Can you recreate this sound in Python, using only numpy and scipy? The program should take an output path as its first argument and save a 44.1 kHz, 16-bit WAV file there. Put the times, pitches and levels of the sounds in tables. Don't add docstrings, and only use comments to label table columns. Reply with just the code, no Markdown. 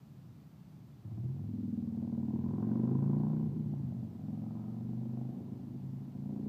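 import sys
import numpy as np
from scipy import signal
from scipy.io import wavfile
from scipy.ndimage import uniform_filter1d

SR = 44100
rng = np.random.default_rng(int(sys.argv[2]) if len(sys.argv) > 2 else 0)


def dump(signal):
    limited = np.clip(np.atleast_2d(signal).T, -1, 1)
    pcm = np.round(limited * 32767).astype(np.int16)
    wavfile.write(sys.argv[1], SR, pcm)


N = 285768


def from_db(db):
    return 10 ** (np.asarray(db) / 20)


def in_time(rows):
    seconds, *columns = np.transpose(rows)
    return [np.interp(np.arange(N) / SR, seconds, column) for column in columns]


def even(x, span_s=.2):
    span = int(span_s * SR)
    power = uniform_filter1d(uniform_filter1d(x ** 2, span), span)
    return x / np.sqrt(power + 1e-20)


def drift(rate_hz):
    step = 40
    r = np.exp(-2 * step * np.pi * rate_hz / SR)
    slow = signal.lfilter([1], [1, -2 * r, r * r], rng.standard_normal(N // step + 2002))
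    slow = slow[2000:]
    return np.interp(np.arange(N) / step, np.arange(len(slow)), slow / slow.std())


def resonate(x, modes, count=1):
    out = 0
    for k, (hz, width_hz, db) in enumerate(modes):
        r = np.exp(-np.pi * width_hz / SR)
        top = [(1 - r * r) / 2, 0, (r * r - 1) / 2]
        bottom = [1, -2 * r * np.cos(2 * np.pi * hz / SR), r * r]
        ringing = x + 1e-18
        for _ in range(count):
            ringing = signal.lfilter(top, bottom, ringing)
        out = out + (-1) ** k * from_db(db) * ringing
    return out


def bandpass(x, band_hz, order=2):
    return signal.sosfilt(signal.butter(order, band_hz, "band", fs=SR, output="sos"), x)


def banded_noise(spectrum, patchy_db):
    hz_at, db_at = np.transpose(spectrum)
    bands = int(3 * np.log2(hz_at[-1] / hz_at[0]))
    edges = np.geomspace(hz_at[0], 1.1 * hz_at[-1], 1 + bands)
    white = rng.standard_normal((2, N))
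    out = 0
    for k, (low, high) in enumerate(zip(edges, edges[1:])):
        band_db = np.interp(np.log(low * high) / 2, np.log(hz_at), db_at)
        out = out + bandpass(white[k % 2], [low, high]) * from_db(band_db + patchy_db * drift(4.8))
    return out / out.std()


# frequency in Hz, relative level in dB per Hz.
TRAFFIC_COLOUR = [(18, -67), (30, -28), (142, 4), (173, -1), (287, -12), (447, -29.5), (718, -23.5),
                  (792, -28), (874, -44), (1030, -19), (1500, -47), (1950, -65), (3300, -120)]
TRAFFIC_DB = -53


def traffic():
    return from_db(TRAFFIC_DB) * banded_noise(TRAFFIC_COLOUR, patchy_db=-0.5)


# frequency in Hz, relative level in dB per Hz.
HISS_COLOUR = [(880, -28), (1500, -3), (2030, -2), (2230, -6.5), (2710, -3.5), (3190, -5), (4230, -5),
               (9550, -14), (14600, -12.5), (15200, 0.5)]
HISS_DB = -76.5


def hiss():
    return from_db(HISS_DB) * banded_noise(HISS_COLOUR, patchy_db=.1)


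# time in seconds, engine cycles per second.
ENGINE_SPEED = [(1.0, 15.31), (1.16, 16.21), (1.39, 20.63), (1.58, 21.06), (2.2, 19.34), (2.31, 18.44),
                (2.98, 27.13), (3.28, 30.51), (3.46, 31.93), (3.49, 26.21), (3.55, 31.88), (4.04, 23.77),
                (4.14, 25.33), (4.21, 21.79), (4.41, 22.32), (5.17, 25.36), (5.28, 26.1), (6.09, 27.25),
                (6.48, 30.17)]
# start in seconds, end in seconds.
THROTTLE_EASED = [(3.5, 4.15), (5.3, 6.16)]
FIRST_LAG = .76
ROUGH_DB, EASED_ROUGH_DB = 1.0, 2.5


def engine_run():
    rate, = in_time(ENGINE_SPEED)
    t, start = np.arange(N) / SR, ENGINE_SPEED[0][0]
    cycles = np.cumsum(rate * (t > start)) / SR - FIRST_LAG
    eased = sum(1. * (t > a) * (t < b) for a, b in THROTTLE_EASED)
    eased = uniform_filter1d(eased, SR // 20)
    rough_db = ROUGH_DB + (EASED_ROUGH_DB - ROUGH_DB) * eased
    return rate, cycles, eased, rough_db


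NEAR_ECHO_S = 0.00912


def firings(cycles, level_db, rough_db, echo_db):
    at = np.flatnonzero(np.diff(np.floor(cycles)) > 0)
    size = from_db(level_db + rough_db[at] * rng.standard_normal(400)[:len(at)])
    clicks = np.zeros((2, N + SR))
    clicks[0, at] = size
    clicks[1, at + int(NEAR_ECHO_S * SR)] = size * from_db(echo_db[at])
    return clicks[:, :N]


# time in seconds, level against the firing in dB.
NEAR_ECHO_LEVEL = [(1.0, -12), (1.8, 0), (2.3, -7), (4.15, -7.5), (4.3, -1.5), (5.0, 2.5), (5.3, -5.5),
                   (6.48, -11)]
TWIN_LAG = .43
SECOND_DB = -4


def twin_firings(cycles, rough_db):
    echo_db, = in_time(NEAR_ECHO_LEVEL)
    first = firings(cycles, 0, rough_db, echo_db)
    second = firings(cycles - TWIN_LAG, SECOND_DB, rough_db, echo_db - 9.5)
    return first + second


# delay in seconds, middle level in dB, around which it drifts.
FAR_ECHOES = [(.031, -19), (.072, -19), (.125, -22.5)]


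def far_echoes(clicks):
    far = np.zeros(N)
    for delay_s, db in FAR_ECHOES:
        late = int(delay_s * SR)
        far[late:] += from_db(db + 2.0 * drift(1.5)[late:]) * clicks[:-late]
    return far


def die_away(clicks):
    return signal.lfilter([1], [1, -np.exp(-1 / (.004 * SR))], clicks)


# time in seconds, then levels in dB rms of the bark, the rasp,
# the 5th-order tone and the 7th-order tone (the tones also wobble and fade with pitch).
RIDE_LEVELS = [(1.0, -51, -72, -65, -76), (1.15, -50, -68.5, -43, -44.5), (1.3, -51.5, -74, -67, -37.5),
               (1.45, -45.5, -72, -40.5, -49), (1.62, -37, -86.5, -47.5, -60.5),
               (2.0, -38, -63, -47.5, -62), (2.26, -35, -63.5, -49, -49.5), (2.55, -37, -62.5, -46, -43.5),
               (2.75, -32, -58.5, -41, -46), (3.0, -35, -61, -33, -37), (3.26, -34, -56.5, -35.5, -47.5),
               (3.48, -38, -65, -38.5, -52), (3.54, -39.5, -71, -42, -44), (3.8, -42.5, -68, -38.5, -55),
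               (4.0, -42.5, -67.5, -46.5, -46.5), (4.15, -49.5, -68, -55.5, -59),
               (4.27, -40.5, -63, -48.5, -44.5), (4.66, -43, -63.5, -48, -51),
               (4.92, -41, -67.5, -42, -46.5), (5.27, -42.5, -60, -42.5, -51),
               (5.38, -44.5, -65.5, -58.5, -63), (5.95, -47, -72, -42.5, -74),
               (6.13, -48, -69.5, -53.5, -71), (6.27, -40.5, -64.5, -50, -56),
               (6.48, -38.5, -64.5, -51, -43)]
# frequency in Hz, width in Hz of one pass, relative level in dB.
BOOM_MODES = [(97.9, 31, 2.5), (135.1, 140, -10.5)]
BARK_MODES = [(220, 89, 0)]
GROWL_MODES = [(330.7, 98, 0)]
RASP_MODES = [(470, 220, -10.5), (673, 302, 0)]
SNARL_MODES = [(999, 210, 12), (1450, 330, -5), (1900, 500, -29)]
SILENCER_BAND = [179, 289.3]
# time in seconds, level in dB rms.
BOOM_LEVEL = [(1.0, -36), (1.12, -41), (1.6, -50.5), (2.4, -41), (2.7, -52), (3.45, -45.5), (3.6, -45),
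              (3.95, -43), (4.3, -56.5), (5.5, -52), (6.48, -51.5)]
GROWL_LEVEL = [(1.0, -57.5), (1.8, -54.5), (2.3, -48), (2.9, -40.5), (3.45, -46), (3.8, -54), (4.15, -58.5),
               (4.7, -53), (5.3, -52.5), (6.1, -58.5), (6.48, -46.5)]
SNARL_LEVEL = [(1.0, -83), (1.8, -91), (2.05, -79.5), (2.55, -62), (3.3, -61), (3.55, -74), (4.35, -96),
               (4.55, -73), (4.9, -83.5), (6.48, -82)]


def exhaust_pipes(cycles, eased, rough_db):
    bark_db, rasp_db, _, _ = in_time(RIDE_LEVELS)
    (boom_db,), (growl_db,), (snarl_db,) = in_time(BOOM_LEVEL), in_time(GROWL_LEVEL), in_time(SNARL_LEVEL)
    clicks, near = twin_firings(cycles, rough_db)
    far = far_echoes(clicks)
    puffs = die_away(clicks + far)
    flow = puffs + (1 + 2 * eased) * puffs.std()
    gas = flow * rng.standard_normal(N)
    low = clicks + near + far + .01 * rough_db * gas
    high = (1 - .6 * eased) * (clicks + far) + .09 * gas
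    high = np.roll(high, int(.0025 * SR))
    bark = bandpass(resonate(low, BARK_MODES), SILENCER_BAND)
    out = from_db(bark_db) * even(bark)
    out += from_db(boom_db) * even(resonate(low, BOOM_MODES, count=2))
    out += from_db(growl_db) * even(resonate(low + .03 * gas, GROWL_MODES, count=2))
    out += from_db(rasp_db) * even(resonate(high, RASP_MODES, count=2))
    out += from_db(snarl_db) * even(resonate(high, SNARL_MODES, count=2))
    return out


# order (waves per engine cycle), level against the 5th in dB.
LOWER_ORDERS = [(3, -15), (4, -9)]
PIPE_FLOOR_HZ = 70
PIPE_S = 0.0044


def drone(rate, cycles, rough_db):
    _, _, fifth_db, seventh_db = in_time(RIDE_LEVELS)
    tones = [(5, fifth_db), (7, seventh_db)]
    tones += [(round(order), fifth_db + db) for order, db in LOWER_ORDERS]
    out = np.zeros(N)
    for order, level_db in tones:
        hz = order * rate
        audible = np.clip((205 - hz) / 35, 0, 1)
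        audible = audible * np.clip((hz - PIPE_FLOOR_HZ) / 30, 0, 1)
        gain = np.sqrt(2) * audible * from_db(level_db + .5 * rough_db * drift(33))
        out += gain * np.cos(2 * np.pi * order * (cycles - rate * PIPE_S))
    return out


OPENING_S = 0.18


def motorcycle():
    rate, cycles, eased, rough_db = engine_run()
    sound = exhaust_pipes(cycles, eased, rough_db) + drone(rate, cycles, rough_db)
    since_start = np.arange(N) / SR - ENGINE_SPEED[0][0]
    return -sound * np.clip(since_start / OPENING_S, 0, 1)


# time in seconds, level in dB (peak, for the loudest).
FUEL_POPS = [(3.737, -43.5), (3.922, -46)]


def pops():
    clicks = np.zeros(N)
    for s, db in FUEL_POPS:
        clicks[round(s * SR)] = from_db(db)
    bang = clicks + .04 * die_away(clicks) * rng.standard_normal(N)
    bang = signal.sosfilt(signal.butter(2, 900, fs=SR, output="sos"), bang)
    rung = resonate(bang, RASP_MODES, count=2) + resonate(bang, GROWL_MODES, count=2)
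    return rung * clicks.max() / np.abs(rung).max()


# frequency in Hz, width in Hz of one pass, relative level in dB.
WHINE_MODES = [(1252, 150, 0)]
WHINE_S, WHINE_SPREAD_S, WHINE_DB = 4.6, .12, -74.5


def whine():
    band = resonate(rng.standard_normal(N), WHINE_MODES, count=2)
    swell = np.exp(-.5 * ((np.arange(N) / SR - WHINE_S) / WHINE_SPREAD_S) ** 2)
    return from_db(WHINE_DB) * band / band.std() * swell


def scene():
    return (traffic() + motorcycle() + pops() + whine())[None]


CUTOFF_HZ = 15340


def record(dry):
    wet = signal.sosfilt(signal.butter(2, 50, "high", fs=SR, output="sos"), dry)
    wet = wet + hiss()
    return signal.sosfilt(signal.cheby2(28, 70, CUTOFF_HZ, fs=SR, output="sos"), wet)


dry = scene()
out = record(dry)
dump(out)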